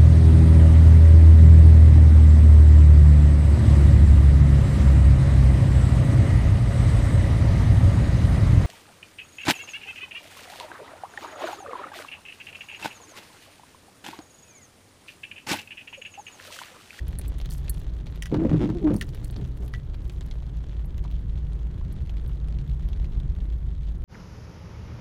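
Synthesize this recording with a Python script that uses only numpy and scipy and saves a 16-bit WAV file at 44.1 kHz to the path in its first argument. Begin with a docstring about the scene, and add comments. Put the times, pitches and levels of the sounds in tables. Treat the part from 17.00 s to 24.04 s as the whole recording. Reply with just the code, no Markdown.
"""Inside a car rolling slowly along a wet road in heavy rain.
The tyres make the cabin boom and wash through water. Drops patter on the glass and roof,
and hard bits of trim tick now and then. The wiper makes one sweep: a relay clicks, the rubber
blade sticks and slips up the glass, juddering and groaning, then slides back softly as its motor hums."""
import sys
import numpy as np
from scipy import signal
from scipy.fft import rfft, irfft
from scipy.io import wavfile
from scipy.ndimage import uniform_filter1d

SR = 44100
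rng = np.random.default_rng(int(sys.argv[2]) if len(sys.argv) > 2 else 0)


def unload_audio(sound):
    """Save the sound as a 16-bit wav file, at the path given as the first command line argument."""
    columns = np.transpose(np.atleast_2d(sound))
    # keep every value between -1 and 1, then stretch to whole-number steps
    steps = np.round(np.clip(columns, -1, 1) * 32767)
    wavfile.write(sys.argv[1], SR, steps.astype(np.int16))


N = 310464
TIME = np.arange(N) / SR

# The bright tone of fine spray and tiny cracks. Each row: frequency in Hz, level in dB.
SPRAY = [(2000, -37.5), (4500, 2), (7000, 3), (9500, 2.5), (12000, 3), (15500, -4)]


def undb(db):
    """Turn decibels into a number to multiply by."""
    return 10 ** (np.asarray(db) / 20)


def curve(rows):
    """Join (seconds, value) points with straight lines."""
    return np.interp(TIME, *np.transpose(rows))


def unit(x):
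    """Scale a sound to an average (rms) size of 1."""
    return x / np.sqrt(np.mean(x ** 2))


def peak(x, db):
    """Scale a sound so that its highest peak is at this level."""
    return x * undb(db) / np.max(np.abs(x))


def add(out, s, x):
    """Mix a sound in, starting at s seconds."""
    i = int(s * SR)
    out[i:i + len(x)] += x[:N - i]


def colour(x, points, tilt_db=0, size=8192):
    """Shape the tone through (Hz, dB) points, fading beyond both ends; tilt_db is added per octave."""
    hz, db = np.transpose(points)
    octave = np.log2(np.maximum(np.fft.rfftfreq(size, 1 / SR), 1))
    outside = np.abs(octave - np.clip(octave, np.log2(hz[0]), np.log2(hz[-1])))
    gain_db = np.interp(octave, np.log2(hz), db) + tilt_db * octave - 20 * outside
    # Build the filter so that it rings only after a hit, never before it.
    cepstrum = irfft(np.log(undb(gain_db)))
    cepstrum[1:size // 2] *= 2
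    cepstrum[size // 2 + 1:] = 0
    response = irfft(np.exp(rfft(cepstrum)))
    return signal.oaconvolve(x, response)[:len(x)]


def uneven(points, scatter_db):
    """Nudge a tone's levels at random, since every spot sounds a little different when hit."""
    hz, db = np.transpose(points)
    return np.column_stack([hz, db + scatter_db * rng.standard_normal(len(db))])


def walk(rate):
    """A smooth random wobble that heads for a new value `rate` times a second."""
    hold = max(int(SR / rate), 1)
    steps = np.repeat(rng.standard_normal(N // hold + 1), hold)
    return unit(uniform_filter1d(uniform_filter1d(steps, hold), hold)[:N])


def fade(t60, size=6000):
    """Die away by 60 dB every t60 seconds."""
    return np.exp(-np.log(1000) * TIME[:size] / t60)


def swell(start, end, attack_s, release_s):
    """A loudness shape: rise in a straight line, hold until the end, then die away."""
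    rise = np.clip((TIME - start) / attack_s, 0, 1)
    return rise * np.exp(-np.maximum(TIME - end, 0) / release_s)


def sagging(hz, start, octaves_per_s):
    """The phase of a tone whose pitch sinks steadily from the start time on."""
    pitch = hz * 2 ** (-octaves_per_s * np.maximum(TIME - start, 0))
    return 2 * np.pi * np.cumsum(pitch) / SR


def burst(crack_t60, tail_db, tail_t60, size=6000):
    """A short crack of noise followed by a fainter, longer tail."""
    return rng.standard_normal(size) * (fade(crack_t60) + undb(tail_db) * fade(tail_t60))


def ring(modes, scatter_db, detune, size=6000):
    """A struck part rings at its own notes (modes), which vary with where the blow lands."""
    out = np.zeros(size)
    for hz, db, t60 in modes:
        louder, higher, side = rng.standard_normal(3)
        tone = np.sin(2 * np.pi * hz * (1 + detune * higher) * TIME[:size])
        out += np.sign(side) * undb(db + scatter_db * louder) * fade(t60, size) * tone
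    return out


def favour(modes, centre_hz, db_per_octave):
    """A blow brings out the notes nearest to its own pitch."""
    return [(hz, db - db_per_octave * abs(np.log2(hz / centre_hz)), t60) for hz, db, t60 in modes]


def impacts(rate, spread_db, cap_db):
    """Random hits, about `rate` a second, many small and few large."""
    size_db = np.minimum(spread_db * rng.exponential(size=N), cap_db)
    return (rng.random(N) < rate / SR) * undb(size_db) * rng.choice([-1, 1], N)


def shower(rate, spread_db, cap_db, crack_t60, tail_db, tail_t60):
    """Random hits, each a short crack of noise with a faint tail."""
    shape = fade(crack_t60) + undb(tail_db) * fade(tail_t60)
    energy = signal.oaconvolve(impacts(rate, spread_db, cap_db) ** 2, shape ** 2)[:N]
    return rng.standard_normal(N) * np.sqrt(np.abs(energy))


def road():
    """The tyres shake the cabin's air and push through standing water."""
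    # The tone of the cabin's boom and of the water. Each row: frequency in Hz, level in dB.
    boom_tone = [(15, -13.5), (24, -6), (33, -5.5), (44, -4.5), (54, 3), (72, -8.5), (105, -14.5),
                 (145, -13.5), (185, -23.5), (240, -40.5), (400, -52)]
    wash_tone = [(100, -5), (180, 0), (270, -1.5), (370, -3), (500, -11.5), (700, -17.5), (1200, -21),
                 (3000, -33), (8000, -49.5)]
    # How loud each is as the car rolls on. Each row: time in seconds, level in dB.
    boom_levels = [(0, -29), (.8, -28), (1.2, -32.5), (3.6, -29.5), (4.3, -26), (4.8, -28.5), (6.1, -24.5),
                   (7.04, -28)]
    wash_levels = [(0, -50), (1, -50), (2.3, -50), (3.5, -50), (4.3, -49.5), (5.4, -48), (6.2, -49),
                   (7.04, -52)]
    boom = colour(rng.standard_normal(N), boom_tone)
    boom /= np.sqrt(uniform_filter1d(boom ** 2, size=9000))  # even rolling keeps the boom steady
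    wash = unit(colour(rng.standard_normal(N), wash_tone))
    puddles_db = walk(14)
    return boom * undb(curve(boom_levels)) + wash * undb(curve(wash_levels) + puddles_db)


def rain():
    """Small drops patter on glass and roof; their spray follows the rain and also comes in flurries."""
    # The patter on the car. Each row: time in seconds, level in dB.
    rain_levels = [(0, -53), (.8, -58.5), (1.5, -55.5), (2.9, -60.5), (6.2, -61.5), (7.04, -62)]
    # The tone of drops heard through glass. Each row: frequency in Hz, level in dB.
    glass_tone = [(200, 2.5), (600, 8.5), (1200, -2), (1900, 0.5), (2500, -3.5), (3300, 1), (4300, -4),
                  (5000, -11), (6400, -10.5), (8000, -18), (9500, -18.5), (12000, -42), (16000, -32)]
    # Flurries of fine spray. Each row: start and end in seconds, level in dB.
    flurries = [(0.493, 0.54, -53), (.56, .79, -67), (1.93, 2.456, -69.5), (2.55, 2.767, -66),
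                (3.007, 3.293, -70)]
    rain_db = curve(rain_levels)
    taps = shower(rate=480, spread_db=6, cap_db=18, crack_t60=.0028, tail_db=-15, tail_t60=.05)
    specks = shower(rate=200, spread_db=5.5, cap_db=17, crack_t60=.003, tail_db=-15, tail_t60=.06)
    gusts_db = .6 * walk(7.4)
    patter = unit(colour(taps, glass_tone)) * undb(rain_db + gusts_db)
    fizz_gain = undb(-79 + rain_db - rain_db.mean())
    flurry_gain = sum(undb(db) * swell(start, end, attack_s=.012, release_s=.029)
                      for start, end, db in flurries)
    spray = unit(colour(specks, SPRAY)) * np.hypot(fizz_gain, flurry_gain)
    distant_sizzle = unit(colour(rng.standard_normal(N), SPRAY)) * undb(-82)
    return patter + spray + distant_sizzle


def drop(db, splash_db):
    """One drop taps the windshield and splashes; small ones just tick, large ones splatter on."""
    # The tone of the tap. 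Each row: frequency in Hz, level in dB.
    tap_tone = [(600, -0.5), (1500, -7.5), (2500, -3), (3400, -1.5), (4300, -4), (5100, -11.5), (6500, -14),
                (8500, -26.5)]
    full_splatter_db = -37  # drops at least this loud get the strongest tail
    tail_db = min(db - full_splatter_db, 0) - 11.5
    contact = burst(crack_t60=.002, tail_db=tail_db, tail_t60=.045)
    spatter = burst(crack_t60=.002, tail_db=tail_db - 4, tail_t60=.04)
    tap = colour(contact, uneven(tap_tone, scatter_db=1.5))
    splash = colour(spatter, uneven(SPRAY, scatter_db=6.5))
    return peak(tap, db) + peak(splash, splash_db)


def stray_drops():
    """Middle-sized drops stand out of the patter at random moments."""
    out = np.zeros(N)
    drops_per_s, scatter_db = 9, 1.8
    for s in rng.uniform(0, N / SR, int(drops_per_s * N / SR)):
        tap_db, splash_db = rng.normal([-46.5, -57], scatter_db)
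        add(out, s, drop(tap_db, splash_db))
    return out


def heavy_drops():
    """Large drops hit the windshield; fat drips knock dully on the lined roof."""
    # Drops on the windshield. Each row: time in seconds, peak of the tap and of the splash in dB.
    drops = [(0.0817, -42, -37), (0.214, -36, -39), (0.2594, -40, -54), (0.4015, -31, -48),
             (0.414, -34, -39), (0.4576, -36.5, -35.5), (0.5186, -38.5, -36), (0.681, -33, -43),
             (1.068, -36.5, -72), (1.1588, -38, -43), (2.0907, -40.5, -41), (2.1472, -36, -40),
             (2.3635, -34.5, -54), (2.6803, -39, -40.5), (2.944, -38, -55), (3.0972, -33, -46),
             (3.2095, -35.5, -40.5), (3.312, -36, -55), (3.98, -42, -43), (4.0403, -40.5, -49),
             (4.113, -42, -46), (4.533, -45, -46), (5.095, -37.5, -52), (5.1693, -39, -54),
             (5.485, -40.5, -45.5), (5.5872, -37.5, -53), (5.888, -42, -48.5), (5.931, -37, -60),
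             (6.044, -40, -60), (6.201, -40, -49), (6.364, -42.5, -56)]
    # Drips on the roof. Each row: time in seconds, peak in dB.
    drips = [(4.05, -36), (4.812, -43), (5.295, -44)]
    # The roof's dull tone. Each row: frequency in Hz, level in dB.
    roof_tone = [(450, -7), (950, 5), (1700, -11), (4000, -14)]
    out = np.zeros(N)
    for s, db, splash_db in drops:
        add(out, s, drop(db, splash_db))
    for s, db in drips:
        knock = burst(crack_t60=.02, tail_db=-7, tail_t60=.08)
        add(out, s, peak(colour(knock, roof_tone), db))
    return out


def trim_ticks():
    """Small hard parts tick and ring briefly, each at its own pitch, brighter for a harder contact."""
    # The ticks. Each row: time in seconds, peak in dB, treble tilt in dB per octave, pitch in Hz.
    ticks = [(0.187, -23, 4, 11300), (0.2809, -35, 7, 11400), (0.3847, -39.5, -1, 15000),
             (0.5075, -32.5, 0, 5000), (0.525, -36, -4, 11500), (0.696, -19.5, 5.5, 8950),
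             (0.742, -41.5, -3, 9000), (1.9405, -39, -5, 8050), (1.9637, -33.5, 6, 12000),
             (1.986, -48, 3, 9200), (2.245, -34.5, -2, 7150), (2.3093, -42, -1, 7900),
             (3.565, -54.5, -2, 11300), (3.8571, -47, 6, 10900), (4.9257, -44.5, 5, 10900),
             (5.278, -48, 1, 13800)]
    # The notes of the trim. Each row: pitch in Hz, level in dB, fade time in seconds.
    trim_modes = [(1810, -6, 0.06), (4330, -6, 0.032), (7850, -9, 0.035), (8950, -2, 0.029),
                  (9230, -6, 0.04), (10420, -10, 0.035), (10900, -9, 0.035), (11450, -6, 0.039),
                  (12550, -13, .03), (13850, -3, 0.02), (15450, -11, .025)]
    out = np.zeros(N)
    for s, db, tilt_db, ring_hz in ticks:
        contact = burst(crack_t60=.003, tail_db=-12, tail_t60=.055)
        crack = colour(contact, uneven(SPRAY, scatter_db=9), tilt_db)
        ping = ring(favour(trim_modes, ring_hz, db_per_octave=7.5), scatter_db=5, detune=.011)
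        tick = peak(ping, 0) + peak(crack, 0)  # equal parts
        add(out, s, peak(tick, db))
    return out


def motor():
    """The wiper motor's wavering hum swells, sinks a little and fades on the way back."""
    start, end, hum_hz = 2.02, 2.21, 123.3
    speed = 1 + .05 * walk(40)
    hum = unit(np.sin(sagging(hum_hz * speed, start, octaves_per_s=.13)))
    level_db = -34 + 3 * walk(30)
    return hum * undb(level_db) * swell(start, end, attack_s=.2, release_s=.4)


def relay():
    """The wiper's electric switch clicks at the start, turn and end of the sweep; its case rings."""
    # The clicks. Each row: time in seconds, peak in dB, treble tilt in dB per octave,
    # ring in dB compared with the click.
    clicks = [(1.223, -23.5, 5, -14), (1.257, -29.5, -0.5, -13), (2.012, -18.5, 0, -12),
              (2.738, -28, -5.5, -3)]
    # The tone of the case. Each row: frequency in Hz, level in dB.
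    case_tone = [(500, -63), (1100, -15.5), (1400, -0.5), (1900, 1), (2400, -7), (3200, -1), (4200, -11),
                 (5900, -6), (7800, -18), (9500, -14), (12300, -24), (15500, -26)]
    # The notes of the case. Each row: pitch in Hz, level in dB, fade time in seconds.
    case_modes = [(1767, -10.5, 0.079), (1810, -6, 0.058), (1965, -8.5, 0.098)]
    out = np.zeros(N)
    for s, db, tilt_db, ring_db in clicks:
        for delay_s, bounce_db in ((0, 0), (.01, -8.5)):  # the contact hits, then bounces once
            snap = burst(crack_t60=.012, tail_db=-9, tail_t60=.06)
            click = colour(snap, uneven(case_tone, scatter_db=4), tilt_db)
            add(out, s + delay_s, peak(click, db + bounce_db))
        add(out, s, peak(ring(case_modes, scatter_db=6, detune=.0032), db + ring_db))
    return out


def blade_drag():
    """Countless tiny slips of the blade rumble through the glass; fewer, harder ones chatter as grit."""
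    # The wiper's strokes, up and back. Each row: start and end in seconds, level in dB.
    strokes = [(1.3, 1.98, -34), (2.003, 2.655, -47.5)]
    # Where the rubber grips harder. Each row: start and end in seconds, rumble and grit in dB.
    rubs = [(1.311, 1.364, -26, -39.5), (1.373, 1.475, -27.5, -45.5), (1.484, 1.542, -27.5, -44),
            (1.605, 1.65, -25, -56), (1.682, 1.701, -26, -52), (1.847, 1.913, -32.5, -38.5),
            (1.89, 1.946, -26, -46.5), (2.357, 2.422, -36, -56.5), (2.599, 2.646, -39.5, -56)]
    # The tone of the rumble and of the grit. Each row: frequency in Hz, level in dB.
    rumble_tone = [(50, -17.5), (110, -1), (170, 4.5), (215, 1), (300, -3), (400, -7), (560, -21),
                   (750, -36), (1500, -50)]
    grit_tone = [(300, -18), (560, 6.5), (850, 3), (1300, -6.5), (1900, -12.5), (2600, -16), (4000, -30.5),
                 (6000, -34), (14000, -46.5)]
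    attack_s, release_s = .015, .029
    rumble_gain = sum(undb(db) * swell(start, end, attack_s, release_s) for start, end, db in strokes)
    grit_gain = rumble_gain * undb(-39)
    for start, end, rumble_db, grit_db in rubs:
        grip = swell(start, end, attack_s, release_s)
        rumble_gain = np.hypot(rumble_gain, grip * undb(rumble_db))
        grit_gain = np.hypot(grit_gain, grip * undb(grit_db))
    slips = impacts(rate=1500, spread_db=1.5, cap_db=13)
    chatter = shower(rate=330, spread_db=2, cap_db=6, crack_t60=.005, tail_db=-15, tail_t60=.03)
    return unit(colour(slips, rumble_tone)) * rumble_gain + unit(colour(chatter, grit_tone)) * grit_gain


def blade_groan():
    """Where the rubber slips regularly it sings a low, sinking note, sometimes hoarse, sometimes clean."""
    # The groans. Each row: start and end in seconds, pitch in Hz, level in dB,
    # fall in octaves per second, roughness from 0 to 1.
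    groans = [(1.375, 1.437, 329.8, -24.5, 0.77, 0.53), (1.512, 1.56, 313.4, -26, 1.9, .7),
              (1.527, 1.59, 176, -24.5, 4.8, .6), (1.746, 1.757, 358, -23, 2.7, 0.54),
              (1.808, 1.837, 412, -32, 1.8, 0.4), (1.835, 1.869, 325, -16.5, 3.17, 0.08),
              (1.875, 1.892, 298, -21.5, 2.8, 0.6)]
    out = np.zeros(N)
    wobble, flutter_db = .041 * walk(150), 2 * walk(120)
    for start, end, hz, db, fall, rough in groans:
        phase = sagging(hz * (1 + rough * wobble), start, fall)
        note = np.sin(phase) + undb(-22) * np.sin(2 * phase) + undb(-34) * np.sin(3 * phase)
        gain = np.sqrt(2) * undb(db + rough * flutter_db)
        out += note * gain * swell(start, end, attack_s=.016, release_s=.016)
    return out


def slip(db, slap_db, blade_hz):
    """The rubber lets go, slaps the glass and rings the windshield's notes nearest to its own pitch."""
    # The notes of the windshield. 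Each row: pitch in Hz, level in dB, fade time in seconds.
    glass_modes = [(112.6, 5, 0.14), (171.6, -2, 0.14), (247, 1.5, 0.025), (298.3, 5, 0.053),
                   (433, -6, 0.045), (529.4, -10.5, 0.092), (863, -13.5, 0.016)]
    # The tone of the slap. Each row: frequency in Hz, level in dB.
    slap_tone = [(400, -1.5), (900, 9.5), (1700, 2), (2600, -5), (4200, -10.5), (6500, -20), (15000, -37.5)]
    push_s = .0015  # soft rubber takes this long to push the glass
    push = 1 - np.exp(-(TIME[:6000] / push_s) ** 2)
    thud = push * ring(favour(glass_modes, blade_hz, db_per_octave=10), scatter_db=1.5, detune=.032)
    slap = colour(burst(crack_t60=.0045, tail_db=-9.5, tail_t60=.081), slap_tone)
    return peak(thud, db) + peak(slap, db + slap_db)


def blade_slips():
    """The blade sticks and lets go, in single catches and in quick juddering runs at one spot."""
    # Single catches. 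Each row: time in seconds, thud peak in dB, slap in dB compared with the thud,
    # blade pitch in Hz.
    catches = [(1.322, -12, -25, 440), (1.343, -11, -16.5, 330), (1.365, -17.5, -17, 240),
               (1.418, -15, -48, 260), (1.449, -13, -19.5, 480), (1.467, -18, -25, 260),
               (1.495, -17, -14.5, 110), (1.514, -14.5, -15, 312), (1.530, -9, -27, 166),
               (1.542, -14.5, -19, 318), (1.562, -17.5, -16, 163), (1.593, -22, -16, 297),
               (1.875, -25.5, -12, 330), (1.907, -15.5, -25, 540)]
    # Runs of judder. Each row: start and end in seconds, slips a second, then thud, slap, pitch as above.
    judders = [(1.606, 1.66, 119, -17, -13.5, 295), (1.691, 1.704, 115, -18, -12, 290),
               (1.923, 1.962, 98.9, -17, -33, 176)]
    out = np.zeros(N)
    for s, db, slap_db, blade_hz in catches:
        add(out, s, slip(db, slap_db, blade_hz))
    for start, end, rate, db, slap_db, blade_hz in judders:
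        one_slip = slip(db, slap_db, blade_hz)
        for s in np.arange(start, end, 1 / rate):
            jitter_s, jitter_db = rng.normal(0, [.00042, 2])
            add(out, s + jitter_s, one_slip * undb(jitter_db))
    return out


def scene():
    """Everything as heard from behind the windshield, in one channel."""
    wiper = relay() + blade_slips() + blade_groan() + blade_drag() + motor()
    return (road() + rain() + heavy_drops() + trim_ticks() + wiper + stray_drops())[None]


def record(dry):
    """Cut away the very highest treble."""
    top_hz = 16000
    return signal.sosfilt(signal.ellip(8, .2, 70, top_hz, fs=SR, output="sos"), dry)


dry = scene()
out = record(dry)
unload_audio(out)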